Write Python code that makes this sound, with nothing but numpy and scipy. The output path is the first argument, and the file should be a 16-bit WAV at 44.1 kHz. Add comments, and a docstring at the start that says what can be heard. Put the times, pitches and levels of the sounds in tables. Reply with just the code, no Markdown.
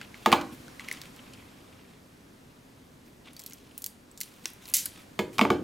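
"""Wire stripper at a workbench

A hand-held wire stripper is lifted from a bench, closes on a wire in steel clicks, snaps through
the insulation and is laid down with a few knocks; rubber gloves rustle; a small workshop hums and hisses.
Blows are pulses with a dying chatter that excite decaying modes; hum, hiss and rubber are shaped noise.
Sparse decaying echoes add the tails of bench and workshop, and gain control holds the loud blows down."""
import sys
import numpy as np
from scipy import signal
from scipy.fft import rfft, irfft, next_fast_len
from scipy.io import wavfile
from scipy.ndimage import uniform_filter1d

SR = 44100
rng = np.random.default_rng(int(sys.argv[2]) if len(sys.argv) > 2 else 0)


def wrap_up_sound(samples):
    """Save the sound to the file named by the first command line argument, as 16-bit audio."""
    columns = np.atleast_2d(samples).T
    # keep every value between -1 and 1, then stretch to whole-number steps
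    tamed = np.clip(columns, -1, 1)
    steps = np.round(tamed * 32767).astype(np.int16)
    wavfile.write(sys.argv[1], SR, steps)


N = 248283  # length in samples


def gain_of(db):
    """Logarithmic level: 20 dB is a factor of ten in amplitude."""
    return 10 ** (np.asarray(db) / 20)


def evened(x):
    """Normalization: scales to an rms of 1."""
    return x / np.sqrt(np.mean(x ** 2) + 1e-20)


def read(points, hz):
    """Interpolation of a spectrum table on a log-frequency axis."""
    f, value = np.transpose(points)
    return np.interp(np.log(hz + 1), np.log(f + 1), value)


def add(mix, s, sound):
    """Superposition: mixes a sound in at s seconds."""
    part = mix[max(round(s * SR), 0):][:len(sound)]
    part += sound[:len(part)]


# likeness of the left and right noise: [f/Hz, correlation]
SAME = [(60, 0.94), (130, 0.98), (290, 0.83), (640, -0.023), (1410, 0.09), (3100, 0.39), (6820, 0.96),
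        (15000, 1)]


def hiss(size, patchy_db):
    """Partly coherent noise: two-channel random spectra with drifting patches; returns times, f/Hz, spectra."""
    frames = 4 * N // size + 5
    hz = np.fft.rfftfreq(size, 1 / SR)
    a, b, c, d, patches = rng.standard_normal((frames, len(hz), 5)).T
    patches = uniform_filter1d(patches, size=12, axis=0)
    patches = evened(uniform_filter1d(patches, size=12, axis=1))
    same = np.clip(read(SAME, hz), -1, 1)[:, None]
    left = a + 1j * b
    right = same * left + np.sqrt(1 - same ** 2) * (c + 1j * d)
    times = np.arange(frames) * size / 4 / SR
    return times, hz[:, None], np.array([left, right]) * gain_of(patchy_db * patches)


# usual colour of the workshop hum and hiss: [f/Hz, relative level/dB per Hz]
AIR = [(12, -32), (20, -10), (43, -15), (65, -8.5), (158, -7), (234, -7), (270, -2.5), (310, -12),
       (399, -11.5), (825, -18.5), (1860, -23), (2820, -26), (3160, -26.5), (13900, -36.5), (16000, -45.5)]
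# its slow changes: [t/s, level/dB, hiss above the usual colour/dB]
AIR_DB = [(0, -50.5, 1), (.6, -51, 4.5), (1.2, -50.5, 2), (2, -53.5, 0), (4.1, -54, -.5), (4.7, -54.5, 4.5),
          (5.63, -48.5, -3)]


def air():
    """Shaped noise with a slowly varying level: the hum and hiss of the workshop."""
    times, hz, z = hiss(size=1024, patchy_db=.6)
    s, level_db, hiss_db = np.transpose(AIR_DB)
    treble = np.clip(np.log2((hz + 1) / 400) / 2, 0, 1)  # full from 1600 Hz up
    z = z * gain_of(read(AIR, hz) + treble * np.interp(times, s, hiss_db))
    sound = evened(signal.istft(z, nperseg=1024, noverlap=768)[1][:, :N])
    return sound * gain_of(np.interp(np.arange(N) / SR, s, level_db))


def tail(x, bands, spread):
    """Diffuse reverberation: sparse taps of random sign, each band dying at its own speed.

    The two ports differ most where the room air differs."""
    taps = np.zeros((3, SR // 2))
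    at = np.arange(150, SR // 2 - 10, 10) + rng.integers(0, 10, (3, (SR // 2 - 151) // 10))
    np.put_along_axis(taps, at, rng.choice([-1., 1.], at.shape), 1)
    hz, t, z = signal.stft(taps, SR, nperseg=512)
    shared = np.clip(1 - spread * (1 - read(SAME, hz)), 0, 1)[:, None]
    f, db, t60 = np.transpose(bands)
    level_db = read(list(zip(f, db)), hz)[:, None]
    band_t60 = read(list(zip(f, t60)), hz)[:, None]
    z = shared * z[0] + np.sqrt(1 - shared ** 2) * z[1:]
    echoes = signal.istft(z * gain_of(level_db - 60 * t / band_t60), SR, nperseg=512)[1]
    echoes[:, :150] = 0  # silence before the first echo
    return signal.fftconvolve(x[None], echoes / np.linalg.norm(taps[0]), axes=1)[:, :N]


# dense tail of the workshop: [f/Hz, relative level/dB, t60/s]
ROOM = [(803.5, 8, 0.15), (2050, -6.5, 0.48), (4920, -3.5, 0.26), (9190, -3.5, 0.32), (14200, -1, 0.1356)]


def workshop_tail(x):
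    """Reverberation of the workshop around the tool."""
    return tail(gain_of(8.0) * x, ROOM, spread=0.19)


# dense tail of the bench and the things on it: [f/Hz, relative level/dB, t60/s]
BENCH_TAIL = [(60.25, -11, 0.36), (100.7, 1.5, 1), (246, -1.5, 0.71), (608.4, 5.5, 0.27), (1000, -4, 0.34),
              (2464, 0, 0.27), (5110, -6, 0.25), (12060, -2.5, 0.18)]


def bench_tail(x):
    """Reverberation of the bench and the things on it."""
    return tail(gain_of(7.0) * x, BENCH_TAIL, spread=0.065)


# gloves rubbing on tool and wire, one row a stroke:
# [start t/s, length/s, relative level/dB, treble above the usual colour/dB]
RUBS = [(0, 0.053, -51, -6), (.14, 0.19, -56, 2), (0.511, 0.048, -57, 9), (0.794, .3, -55.5, 0),
        (1.137, .3, -58.5, -17), (1.447, 0.51, -64.5, -17), (3.05, 0.058, -69, 12),
        (3.24, 0.035, -55.5, -6), (3.27, 0.023, -47.5, -15), (3.301, 0.013, -51, -8), (3.33, 0.5, -65, 5.5),
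        (4.244, 0.27, -65.5, 10), (4.42, 0.09, -68, 7), (4.612, 0.24, -60, 11.5), (4.917, 0.12, -56, 6),
        (5.327, 0.066, -58, 12)]
# usual colour of the rubbing: [f/Hz, relative level/dB]
RUB = [(400, -18.5), (1000, -4.5), (1800, -7.5), (2200, -1.5), (2600, -1), (3300, -1), (5000, -11),
       (9000, -16.5), (15000, -21)]
RUB_RISE_S, RUB_FALL_S = 0.0136, 0.019


def gloves():
    """Stick-slip friction: rubber slips in quick uneven grains, noise that flickers across all bands at once."""
    t, hz, z = hiss(size=256, patchy_db=3.0)
    slips = evened(uniform_filter1d(rng.standard_normal(len(t)), size=4))
    treble = np.clip(np.log2((hz + 1) / 3000) / 1.9, 0, 1)
    strokes = 0
    for start, length, level_db, treble_db in RUBS:
        rise = (t - start) / RUB_RISE_S + .5
        fall = (start + length - t) / RUB_FALL_S + .5
        envelope = np.clip(np.minimum(rise, fall), 0, 1) ** 2
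        strokes = strokes + envelope * gain_of(level_db + treble * treble_db)
    colour = gain_of(read(RUB, hz))
    z = z[0] * colour / np.linalg.norm(colour) * strokes * gain_of(3.54 * slips)
    return signal.istft(z, nperseg=256, noverlap=192)[1][:N]


def blows(events, usual, modes, crack_db, scatter_db, lead_db, swell_db, chatter_db, size):
    """Modal excitation by impact: a pulse and a dying chatter drive decaying sines.

    Returns the ringing heard close by and the plain thud that feeds the tail."""
    near, thud = np.zeros((2, N))
    t, hz = np.arange(size) / SR, np.fft.rfftfreq(size, 1 / SR)
    early = 128  # samples of room ahead of the pulse
    f, db, t60 = np.transpose(modes)[:, :, None]
    rings = gain_of(-60 * t / t60) * np.sin(2 * np.pi * f * t)
    rings = rfft(gain_of(db) * rings / np.linalg.norm(rings, axis=1, keepdims=True))
    signs = (-1.) ** np.arange(len(modes))  # neighbours in opposite phase leave no notch between them
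    octaves = np.log2(np.clip(hz, usual[0][0], usual[-1][0]))
    for s, peak_db, ring_hz, brightness_db, chatter_t60 in events:
        place = rng.standard_normal(len(modes))
        grit = rng.standard_normal((2, size))
        rattle = grit[0] * abs(grit[1])
        dull = uniform_filter1d(rattle, size=3)
        fading = gain_of(-60 * t / max(chatter_t60, .002))
        # the highest treble of a rattle dies first
        drive = gain_of(chatter_db) * fading * (dull + (rattle - dull) * fading ** 0.3)
        drive[0] = 1  # the pulse
        # modes near one pitch are raised; the levels of all modes vary at random with the spot struck
        favoured_db = lead_db * np.exp(-(np.log(f[:, 0] / ring_hz) / 0.06) ** 2)
        body = (signs * gain_of(favoured_db + scatter_db * place)) @ rings + gain_of(crack_db)
        # the colour tilts with brightness and swells broadly around the strongest ring
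        swell = swell_db * np.exp(-(np.log((hz + 1) / ring_hz) / 0.36) ** 2)
        colour_db = read(usual, hz) + brightness_db * octaves + swell
        # small parts radiate little far below their lowest mode
        colour = gain_of(colour_db) / (1 + (0.78 * f[0] / (hz + 1)) ** 4)
        colour *= gain_of(peak_db) / abs(irfft(colour * body, size)).max()  # the pulse alone sets the peak
        plain = rfft(np.roll(drive, early)) * colour
        ringing, plain = irfft(plain * body, size), irfft(plain, size)
        add(near, s - early / SR, ringing)
        add(thud, s - early / SR, plain * np.linalg.norm(ringing) / np.linalg.norm(plain))
    return near, thud


# the bench lies off to the right of the two microphone ports: [f/Hz, left minus right level/dB]
BENCH_BALANCE = [(60, 0.52), (950, -1.3), (15000, -1.6)]
# and the phase between them: [f/Hz, left lead/rad]
BENCH_PHASE = [(0, 0), (780, 0.2), (3880, 0.018), (16500, 0.24)]


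def from_bench(x):
    """Stereo localization: level and phase differences between the ports for a sound from the side."""
    size = next_fast_len(N)
    hz = np.fft.rfftfreq(size, 1 / SR)
    half = gain_of(read(BENCH_BALANCE, hz) / 2) * np.exp(.5j * read(BENCH_PHASE, hz))
    return irfft(rfft(x, size) * np.array([half, 1 / half]), size)[:, :N]


# blows on the bench: [t/s, pulse peak level/dB, strongest ring f/Hz, brightness/dB per octave, chatter t60/s]
KNOCKS = [(.2606, -5, 970, 1.5, 0.033), (.2695, -18, 349, -2, 0.013), (.3183, -10, 278, 2.5, 0.03),
          (.327, -3, 1020, 1.5, 0.054), (.4129, -23.5, 350, 4, .028), (5.1913, -12.5, 416, 1.5, 0.04),
          (5.3832, -12, 270, 3, 0.03), (5.3924, -8, 970, 0, 0.012), (5.4125, -9, 287, .5, 0.041),
          (5.4518, -11, 946, -2, 0.0074), (5.5029, -12, 1160, 0.5, 0.012),
          (5.5055, -10.5, 315, -1.5, 0.0069)]
# usual colour of a blow: [f/Hz, relative level/dB]
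KNOCK = [(250, -2.5), (580, -3.5), (1050, -4), (2050, -12), (3700, -13), (10000, -29)]
# modes of the bench with the tool on it: [f/Hz, relative level/dB, t60/s]
BENCH = [(111, -6.5, .2), (207.3, 5, 0.078), (238, 4.5, 0.009), (370, 2, 0.087), (565, -3, 0.0067),
         (672, 3.5, 0.02), (890, 0.5, 0.057), (1140, 4, 0.013), (1340, -19, 0.054), (1780, -6.5, 0.0068),
         (2313, 8.5, 0.0073), (2973, 8, 0.0029), (3800, -5, 0.044)]


def bench_knocks():
    """Modes of the bench under impact: the knocks, heard from the side."""
    near, thud = blows(KNOCKS, KNOCK, BENCH, crack_db=12.5, scatter_db=2, lead_db=6.0,
                       swell_db=7, chatter_db=-18.5, size=8192)
    return from_bench(near + bench_tail(thud))


# low dull thumps of the handles under two of the clicks:
# [t/s, pulse peak level/dB, strongest ring f/Hz, brightness/dB per octave, chatter t60/s]
THUMPS = [(.9139, -29, 1300, -4, 0.01), (4.4567, -31, 350, -6, .015)]
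# usual colour of a thump: [f/Hz, relative level/dB]
THUMP = [(300, 0), (1100, 0)]
# modes of the handles: [f/Hz, relative level/dB, t60/s]
HANDLES = [(352, 7, .02), (780, 5, 0.011), (1250, -2, 0.0082)]


def handle_thumps():
    """Low, heavily damped modes: dull thumps of the handles under two of the clicks."""
    return blows(THUMPS, THUMP, HANDLES, crack_db=6, scatter_db=0, lead_db=0,
                 swell_db=0, chatter_db=-20, size=4096)[0]


# faint ticks fall at random while the levers creep: [start t/s, length/s, ticks per s, usual ring f/Hz]
CREEPS = [(.84, .26, 24, 2100), (3.3, .25, 20, 6000), (3.77, .1, 30, 8000), (4.44, .1, 30, 11000),
          (4.67, .05, 60, 10000)]
TICK_DB, TICK_T60 = -35, 0.014  # pulse peak level/dB, chatter t60/s
TICK_OCTAVES = 0.16  # scatter of the ring either way
TICK_TURN_HZ, TICK_LEAN_DB = 5000, 9.5  # ticks ringing above the turn are brighter, below it duller


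def ticks():
    """Random point process: faint clicks at random moments and pitches, as rows like those of CLICKS."""
    rows = []
    for start, length, per_s, usual_hz in CREEPS:
        for when, pitch in rng.random((round(length * per_s), 2)):
            ring_hz = usual_hz * 2 ** (TICK_OCTAVES * (2 * pitch - 1))
            brightness_db = TICK_LEAN_DB * np.log2(ring_hz / TICK_TURN_HZ)
            rows.append((start + when * length, TICK_DB, ring_hz, brightness_db, TICK_T60))
    return rows


# parts of the tool meeting; the long rattle is the jaws springing back:
# [t/s, pulse peak level/dB, strongest ring f/Hz, brightness/dB per octave, chatter t60/s]
CLICKS = [(0.014, -25.5, 2190, -11, 0.025), (0.1436, -34, 2000, -11.5, .015),
          (0.321, -26, 11000, -12, 0.015), (.6813, -38, 1590, -8, 0.016), (0.7961, -30, 2150, -9.5, 0.015),
          (0.8862, -23, 2080, -7, .02), (.9139, -20.5, 2010, -6.5, 0.014), (0.9266, -23, 10300, 5, 0.014),
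          (1.0165, -23.5, 2100, -5, 0.017), (1.1634, -33, 2450, 6, 0.013), (1.3354, -32.5, 9350, -5, 0.045),
          (3.333, -36, 9800, 5, .025), (3.366, -27, 4510, 2.5, 0.018), (3.3943, -24.5, 4500, 2, 0.038),
          (3.4003, -33, 12480, -3.5, .017), (3.4381, -32, 13400, 1, .015),
          (3.4627, -24.5, 12500, -0.5, 0.046), (3.4775, -38, 4010, -3, .015),
          (3.5097, -32.5, 6400, -4.5, 0.032), (3.5233, -33, 5740, -6.5, .018),
          (3.534, -25.5, 5570, 6, .021), (3.779, -17.5, 15500, 4.5, 0.025), (3.821, -25, 12100, 3, 0.012),
          (3.824, -28, 6200, 6, 0.02), (3.8422, -17, 11850, 1, 0.024), (3.863, -12.5, 12000, 3.5, 0.017),
          (3.869, -27.5, 7620, 2, .02), (4.114, -40, 8000, 5, 0.021), (4.176, -28.5, 7360, 2, 0.043),
          (4.205, -18.5, 8100, 4, 0.031), (4.2129, -11.5, 12650, -0.5, .014),
          (4.2176, -20, 6940, -1, 0.0086), (4.2332, -23, 5070, -1, 0.028), (4.4465, -38, 8160, -6, .015),
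          (4.4567, -11.5, 5160, -5, 0.018), (4.474, -37.5, 10350, 0, .015),
          (4.656, -27.5, 3680, -2.5, 0.029), (4.682, -31, 10730, -7, 0.013),
          (4.6874, -28.5, 11800, 1, 0.025), (4.6986, -28, 8240, 11, 0.014), (4.7027, -26, 8650, 1, 0.016),
          (4.7388, -2, 9200, 2, 0.26), (4.7424, -6, 11000, 13, .012), (4.7487, -19, 11440, 8, .015),
          (4.7679, -3, 9000, 11, .012), (4.857, -15, 11000, 4, .02), (4.8605, -16, 10360, -5.5, 0.013)]
# usual colour of a click: [f/Hz, relative level/dB]
CLICK = [(1500, -10.5), (2200, -6), (4550, -2), (7200, -5), (12800, -3.5)]
# modes of the steel jaws and levers: [f/Hz, relative level/dB, t60/s]
STEEL = [(1590, -1, 0.02), (2030, -0.5, 0.011), (3124, 0, 0.017), (3780, 6, 0.0011), (4650, -4, 0.04),
         (5660, -1.5, 0.0019), (6900, -31, 0.003), (6880, -1, 0.015), (7800, 11, 0.0016),
         (7920, 2.5, 0.017), (9970, 5, 0.0017), (10900, 6.5, 0.0092), (12300, 1.5, 0.0034),
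         (12960, -16, 0.017), (13200, 8, 0.0053), (15700, 2, 0.0051)]


def steel_clicks():
    """Stiff-body modes under impact: steel parts click; returns the ringing and the plain thud."""
    return blows(CLICKS + ticks(), CLICK, STEEL, crack_db=16.5, scatter_db=5.0, lead_db=14.5,
                 swell_db=1.5, chatter_db=-19.5, size=16384)


def scene():
    """Superposition of sources: knocks from the side, the tool and gloves in the middle, air all round."""
    rubs = gloves()
    knocks = bench_knocks()
    thumps = handle_thumps()
    clicks, click_thuds = steel_clicks()
    tool = clicks + thumps + rubs + workshop_tail(click_thuds + rubs)
    return air() + knocks + tool


EDGE_HZ = 15950  # upper band limit


def record(dry):
    """Dynamic compression and low-pass filtering: loud blows are held down and let go slowly, then band-limited."""
    peak_db = 20 * np.log10(abs(dry).max(0) + 1e-9)
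    fall = np.arange(N) * 84.0 / SR  # the held peak falls 84 dB a second
    held_peak_db = np.maximum.accumulate(peak_db + fall) - fall
    over_db = np.maximum(held_peak_db + 6.5, 0)  # excess above -6.5 dB
    held = dry / gain_of(0.46 * uniform_filter1d(over_db, size=40))
    low_pass = signal.firwin(511, EDGE_HZ, window=("kaiser", 9), fs=SR)
    return signal.oaconvolve(held, low_pass[None], "same")


dry = scene()
out = record(dry)
wrap_up_sound(out)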